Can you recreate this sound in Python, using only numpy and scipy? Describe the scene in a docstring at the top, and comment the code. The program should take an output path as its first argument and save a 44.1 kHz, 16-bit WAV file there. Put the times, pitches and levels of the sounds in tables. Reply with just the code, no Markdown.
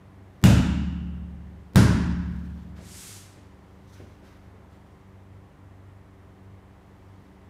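"""Over an air conditioner's hum, a golf club swishes down and smacks into a padded impact bag, twice.
One microphone stands in a bare, echoing room with a wooden floor, near enough to catch the shaft ticking.
Each blow cracks on the cover, thumps the stuffing, rings the club and sets the room's low modes booming.
Far quieter, a foot then slides the bag back over the boards; shoes scuff and settle, clothes rustle."""
import sys
import numpy as np
from scipy import signal
from scipy.fft import rfft, irfft
from scipy.io import wavfile

SR = 44100
rng = np.random.default_rng(int(sys.argv[2]) if len(sys.argv) > 2 else 0)


def digitize_waveform(pressure):
    """Quantize a signal to 16-bit integers and store it at the path in sys.argv[1].

    Rows of a 2-D input are taken as channels; values are limited to [-1, 1].
    """
    field = np.atleast_2d(pressure).T
    bounded = np.clip(field, -1, 1)
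    quanta = np.round(bounded * 32767).astype(np.int16)
    wavfile.write(sys.argv[1], SR, quanta)


N = 330309
TIME = np.arange(N) / SR

# blows on the bag: t/s, swish/dB, crack/dB, thump/dB, slap/dB, club ring f/Hz, club ring/dB
BAG_BLOWS = [(0.4394, -27, -11, -2.5, -23, 2836, -39), (1.7583, -27, -11.5, -3, -21, 1527, -36)]
# air rushing round the club head (every colour is a level per hertz): f/Hz, level/dB
SWISH_COLOUR = [(30, -15), (80, -2), (200, 4.5), (400, -9.5), (650, -19), (1000, -43), (3000, -41),
                (12000, -59)]
# crack of the cover, direct to the microphone: f/Hz, level/dB
CRACK_COLOUR = [(200, -10), (500, 6), (1500, -0.5), (2600, -4), (4000, -1.5), (6000, -8.5), (9000, -10.5),
                (15000, -12.5)]
# the crack off the nearest surfaces: delay/s, level/dB
CRACK_REFLECTIONS = [(.0052, -35), (.0095, -18)]
# the thump off floor, ceiling and walls: delay/s, level/dB
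THUMP_REFLECTIONS = [(.0094, -0.5), (0.015, -1), (0.022, -5.5)]
# slap of the cover as the room returns it, first and second blow: f/Hz, level/dB
FIRST_SLAP_COLOUR = [(250, -33), (430, 3), (745, -3.5), (945, -5.5), (1080, -12.5), (1430, -5), (2050, -13),
                     (2880, -11.5), (3250, -15.5), (3550, -11), (4000, -15), (7240, -17.5), (15000, -27)]
SECOND_SLAP_COLOUR = [(250, -7.5), (400, 4.5), (633, -6), (723, -10.5), (931, -5), (1270, -12), (1540, -8),
                      (2240, -16), (4240, -19), (4850, -16), (7800, -23), (9750, -21.5), (15000, -34)]
# resonances of club and bag: f/Hz, width/Hz, gain/dB
RESONANCES = [(610, 44, 2.5), (740, 83, -4), (950, 67, 0.5), (1660, 160, -0.5), (4300, 510, -1.5),
              (7000, 320, 2.5)]
# low modes of bag and room: f/Hz, level/dB, t60/s
LOW_MODES = [(40, -30.5, 1.2), (72.4, -19, 3.9), (77.1, -26, 1.4), (102.4, -35, 2.0), (106.2, -7, .62),
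             (131.3, -32, 4.1), (127, -11, 0.78), (144.3, -15.5, 0.56), (159, -27.5, 1.2), (176, -19, 3.13),
             (186.2, -20.5, 1.4), (206.7, -14, 0.63), (213.4, -25, 2.8), (223, -39.5, 1.9),
             (250, -23, 0.96), (268, -23, 1.15), (290, -35.5, 1.6), (294.7, -38.5, 2.5), (322, -27.5, 0.84),
             (369, -38, 0.6), (441, -33.5, 0.68), (527.5, -40, 0.9), (553, -37, 0.61), (589, -35.5, 0.71)]
# the many weak modes between them, blurred into a rumble: f/Hz, level/dB
RUMBLE_COLOUR = [(20, -32.5), (55, 5.5), (130, 0.5), (220, 4), (320, 0), (450, -16.5), (900, -60)]
# reverberation time of the bare room: f/Hz, t60/s
ROOM_DECAY = [(100, 2.1), (250, 1.8), (450, 0.47), (900, 1.17), (1600, 1.21), (2900, 1.09), (4000, 0.94),
              (5500, 0.85), (7700, 0.68), (11000, 0.52), (15000, 0.34)]
# grip and shaft ticking in the downswing: t/s, level/dB
SHAFT_TICKS = [(.416, -51), (.4265, -46.5), (1.735, -51.5), (1.7473, -47)]
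# the foot pushes the bag: t/s, length/s, level/dB
PUSHES = [(2.755, 0.52, -49.5)]
# hiss of the bag on the boards: f/Hz, level/dB
BAG_HISS_COLOUR = [(530, -33), (900, -11), (1470, -3.5), (1700, -5), (2020, -4), (3340, -4), (8350, 0.5),
                   (12700, -8.5), (15100, -19), (16000, -20)]
# feet on floor and bag: t/s, knock/dB, thud/dB
FOOTFALLS = [(2.785, -49.5, -63), (3.089, -57, -43), (3.37, -55.5, -46), (3.997, -48.5, -50),
             (4.226, -54.5, -57), (4.469, -64, -55), (4.539, -57, -56)]
# knock of a heel: f/Hz, level/dB
HEEL_COLOUR = [(100, -10), (250, 3), (400, 4), (650, -3.5), (1100, -18), (2200, -16), (5000, -36),
               (12000, -51)]
# a shoe brushes the bag or twists on the boards: t/s, length/s, level/dB
SHOE_SCUFFS = [(2.755, 0.043, -59), (3.91, 0.095, -62.5), (4.225, 0.095, -62.5)]
# hiss of a scuff: f/Hz, level/dB
SHOE_COLOUR = [(500, -14), (1500, 7.5), (2700, -1), (4000, -2), (6300, -7), (8000, -13.5), (14000, -16),
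               (17000, -30)]
# a rubber sole chirps as it turns: t/s, length/s, level/dB
SOLE_CHIRPS = [(3.865, 0.072, -68), (3.918, 0.045, -62.5)]
# chirp of the rubber: f/Hz, level/dB
RUBBER_COLOUR = [(2500, -37), (3400, -6), (3900, -6), (4800, -8), (6100, -4), (7200, -13), (9000, -14),
                 (15000, -21)]
# swings, steps and changes of stance that stir the clothes: t/s, length/s, level/dB
BODY_MOVES = [(.1, .9, -79), (1.2, 0.81, -82), (2.15, 0.6, -70), (3.5, .8, -75.5), (4.68, 0.12, -73),
              (4.75, 0.33, -78), (6.2, .45, -84), (6.65, .9, -78)]
# rustle of trousers and shirt: f/Hz, level/dB
RUSTLE_COLOUR = [(800, -16), (3000, 10.5), (6500, 2), (10000, -4.5), (15000, -5.5)]
# tones of the air conditioner's compressor: f/Hz, rms level/dB
COMPRESSOR_TONES = [(48.4, -63), (72.4, -59), (144, -79), (146.5, -66), (191.8, -59), (239.8, -86),
                    (287.8, -64.5), (311.8, -72), (383.8, -66), (407.8, -78), (479.8, -85.5),
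                    (527.7, -80.5), (551.7, -79), (647.7, -79.5), (791.7, -77.5)]
# rush of its fan: f/Hz, level/dB
FAN_COLOUR = [(22, -22.5), (45, -11.5), (68, -5), (82, 0), (97, 1), (112, -2), (140, -4.5), (190, -6.5),
              (260, -9.5), (400, -12), (600, -14), (1050, -15), (1450, -21.5), (2000, -22), (2500, -29),
              (3100, -31), (4500, -38), (8000, -41.5), (15000, -47.5)]


def blows():
    """The club meets the bag: swish, crack, thump and ring, then the room's answer."""
    out = np.zeros(N)
    overtone_ratio, overtone_db = 2.57, -11.5   # the club's next bending mode, relative to its main ring
    for blow, slap_colour in zip(BAG_BLOWS, (FIRST_SLAP_COLOUR, SECOND_SLAP_COLOUR)):
        s, swish_db, crack_db, thump_db, slap_db, ring_hz, ring_db = blow
        rush = from_db(swish_db) * swish(rise_s=0.0078)
        add(out, rush, s - len(rush) / SR)
        add(out, from_db(crack_db) * crack(decay_s=0.0016), s)
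        add(out, from_db(thump_db) * echoed(thump(hz=158.6, decay_s=0.0056), THUMP_REFLECTIONS), s)
        add(out, from_db(thump_db + 1.38) * boom(build_s=0.019, split_hz=0.32), s)
        add(out, from_db(ring_db) * club_ring(ring_hz, t60=1.5, width_hz=360), s)
        overtone = club_ring(ring_hz * overtone_ratio, t60=0.95, width_hz=400)
        add(out, from_db(ring_db + overtone_db) * overtone, s)
        add(out, from_db(slap_db) * slap(slap_colour), s)
        add(out, from_db(-21.5) * reverberation(RUMBLE_COLOUR, build_s=0.008), s)
    return out


def crack(decay_s, size=SR // 8):
    """The club face snaps the cover taut; the nearest surfaces repeat the snap."""
    snap = noise(CRACK_COLOUR, size) * np.exp(-TIME[:size] / decay_s)
    return echoed(snap, CRACK_REFLECTIONS)


def thump(hz, decay_s, size=SR // 8):
    """Squeezed stuffing or a trodden board pushes out a heavily damped swing of air."""
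    t = TIME[:size]
    return np.sin(2 * np.pi * hz * t) * np.exp(-t / decay_s)


def boom(build_s, split_hz, size=3 * SR):
    """Low modes swell as the thump crosses the room, then ring on; each is a slowly beating pair."""
    t, modes = TIME[:size], 0
    for k, (hz, db, t60) in enumerate(LOW_MODES):
        # neighbouring low modes start in opposite directions, the crowded upper ones at random
        phase = k * np.pi + 2 * np.pi * rng.random() * (hz > 240)
        modes = modes + from_db(db) * np.sin(2 * np.pi * hz * t + phase) * decay(t60, size)
    return modes * (1 - np.exp(-t / build_s)) * np.cos(np.pi * split_hz * t)


def slap(colour):
    """The cover's slap comes back from the walls, coloured by the resonances of club and bag."""
    sound = reverberation(colour, build_s=0.0064)
    for hz, width_hz, gain_db in RESONANCES:
        b, a = signal.iirpeak(hz, hz / width_hz, fs=SR)
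        sound = sound + (from_db(gain_db) - 1) * signal.lfilter(b, a, sound)
    return sound


def swish(rise_s, size=SR // 6):
    """Air pushed ahead of the club head: a dull rush that grows until contact."""
    time_to_contact = TIME[:size][::-1]
    return noise(SWISH_COLOUR, size) * np.exp(-time_to_contact / rise_s)


def club_ring(hz, t60, width_hz, size=2 * SR):
    """The club's ringing partials, smeared by the room into a dying band of noise."""
    band = signal.butter(2, [hz - width_hz / 2, hz + width_hz / 2], "band", fs=SR, output="sos")
    return rms_one(signal.sosfilt(band, rng.standard_normal(size))) * decay(t60, size)


def shaft_ticks(decay_s=0.0018, size=SR // 20):
    """Grip and shaft give tiny dry clicks under load, just before contact."""
    out = np.zeros(N)
    for s, db in SHAFT_TICKS:
        add(out, from_db(db) * noise(CRACK_COLOUR, size) * np.exp(-TIME[:size] / decay_s), s)
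    return out


def sliding_bag(edge_hz, brightening, top_db):
    """Fabric hisses over the boards; the top comes only with speed and dies first."""
    gain = strokes(PUSHES, sharpness=1.04, room_db=3, t60=1.0)
    hiss = rubbing(gain, BAG_HISS_COLOUR, grain_db=0.5)
    dull = signal.sosfiltfilt(signal.butter(2, edge_hz, fs=SR, output="sos"), hiss)
    top_gain = from_db(top_db) * (gain / gain.max()) ** brightening
    return dull + top_gain * (hiss - dull)


def steps(size=SR // 8):
    """Soft heel knocks reach the microphone direct and through the room, with a thud of the boards."""
    out = np.zeros(N)
    for s, knock_db, thud_db in FOOTFALLS:
        knock = noise(HEEL_COLOUR, size) * np.exp(-TIME[:size] / 0.037)
        add(out, from_db(knock_db) * knock, s)
        add(out, from_db(knock_db - 2) * reverberation(HEEL_COLOUR, build_s=0.006), s)
        add(out, from_db(thud_db) * thump(hz=103, decay_s=0.042, size=SR // 3), s)
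    return out


def soles():
    """Shoes scuff, and the rubber chirps where it grips."""
    scuffs = strokes(SHOE_SCUFFS, sharpness=0.84, room_db=3, t60=1.0)
    chirps = strokes(SOLE_CHIRPS, sharpness=0.94, room_db=1, t60=1.0)
    return rubbing(scuffs, SHOE_COLOUR, grain_db=1.4) + rubbing(chirps, RUBBER_COLOUR, grain_db=1.0)


def clothes():
    """Cloth rubs with every move, faint at the microphone."""
    gain = strokes(BODY_MOVES, sharpness=0.64, room_db=-3, t60=0.9)
    return rubbing(gain, RUSTLE_COLOUR, grain_db=1.5)


def air_conditioner(waver_db, waver_rad):
    """Room tone: slightly unsteady compressor tones and two motors over the rush of the fan."""
    hum = 0
    for hz, db in COMPRESSOR_TONES:
        phase = 2 * np.pi * (hz * TIME + rng.random()) + waver_rad * drift(1.51)
        hum = hum + from_db(db + waver_db * drift(5)) * np.sin(phase)
    drone = motors(hz=96.8, beat_hz=1.594, dip_at_s=4.234)
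    return np.sqrt(2) * (hum + drone) + from_db(-54) * noise(FAN_COLOUR)


def motors(hz, beat_hz, dip_at_s):
    """One motor's drone swells and sinks with a narrow rumble; a slightly slower one beats against it."""
    first = from_db(-54) + from_db(-64) * (drift(11) + 1j * drift(11))
    second = -from_db(-59.5) * np.exp(-2j * np.pi * beat_hz * (TIME - dip_at_s))
    return np.real((first + second) * np.exp(2j * np.pi * hz * TIME))


def reverberation(colour, build_s, size=2 * SR):
    """The room's diffuse answer to a short sound: it builds up, then each band dies at its own rate."""
    hz = np.fft.rfftfreq(size, 1 / SR)
    spectrum, out = rfft(noise(colour, size)), 0
    centres = np.geomspace(60, 16000, 20)
    for centre, weights in zip(centres, np.eye(len(centres))):
        band = irfft(spectrum * at_hz(np.c_[centres, weights], hz), size)
        out = out + band * decay(at_hz(ROOM_DECAY, centre), size)
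    return out * (1 - np.exp(-(TIME[:size] / build_s) ** 2))


def echoed(sound, reflections):
    """The direct sound followed by its early reflections."""
    out = sound.copy()
    for delay_s, db in reflections:
        add(out, from_db(db) * sound, delay_s)
    return out


def strokes(rows, sharpness, room_db, t60):
    """Gain of rubbing strokes: each speeds up and slows in one arch, then lingers in the room."""
    power = 0
    for s, length_s, db in rows:
        speed = np.sin(np.pi * np.clip((TIME - s) / length_s, 0, 1))
        power = power + (from_db(db) * np.abs(speed) ** sharpness) ** 2
    feedback = np.exp(-2 * np.log(1000) / (t60 * SR))
    room_power = signal.lfilter([1 - feedback], [1, -feedback], power + 1e-18)
    return np.sqrt(power + from_db(room_db) ** 2 * room_power)


def rubbing(gain, colour, grain_db):
    """Friction hiss of a surface that catches unevenly."""
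    return gain * noise(colour) * from_db(grain_db * drift(150))


def noise(colour, size=N):
    """Noise of a given colour, rms 1."""
    gain = from_db(at_hz(colour, np.fft.rfftfreq(size, 1 / SR)))
    return rms_one(irfft(rfft(rng.standard_normal(size)) * gain, size))


def drift(points_per_s):
    """Random wander, spread about 1."""
    return np.interp(TIME * points_per_s, np.arange(4096), rng.standard_normal(4096))


def decay(t60, size):
    """Gain that falls 60 dB in t60 seconds."""
    return np.exp(-np.log(1000) * TIME[:size] / t60)


def add(out, sound, s):
    """Mix a sound in from time s on."""
    start = max(round(s * SR), 0)
    part = sound[:max(len(out) - start, 0)]
    out[start:start + len(part)] += part


def at_hz(points, hz):
    """Read a table on a log-frequency axis."""
    f, value = np.transpose(points)
    return np.interp(np.log(np.maximum(hz, 1)), np.log(f), value)


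def from_db(db):
    """Decibels to gain."""
    return 10 ** (np.asarray(db) / 20)


def rms_one(x):
    """Scale to rms 1."""
    return x / np.sqrt(np.mean(x ** 2) + 1e-20)


def scene():
    """Club, bag, golfer and room tone at one microphone."""
    slide = sliding_bag(edge_hz=5400, brightening=0.8, top_db=1.3)
    action = blows() + shaft_ticks() + slide + soles() + clothes() + steps()
    return (action + air_conditioner(waver_db=1.0, waver_rad=0.22))[None]


def record(dry):
    """The microphone sheds the deepest bass, the loudest peaks are rounded and the top is cut."""
    low_cut_hz, high_cut_hz, ceiling = 22, 15500, 0.75
    thin = signal.sosfilt(signal.butter(1, low_cut_hz, "high", fs=SR, output="sos"), dry)
    rounded = thin / (1 + (thin / ceiling) ** 6) ** (1 / 6)
    return signal.sosfilt(signal.ellip(10, 0.1, 80, high_cut_hz, fs=SR, output="sos"), rounded)


dry = scene()
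out = record(dry)
digitize_waveform(out)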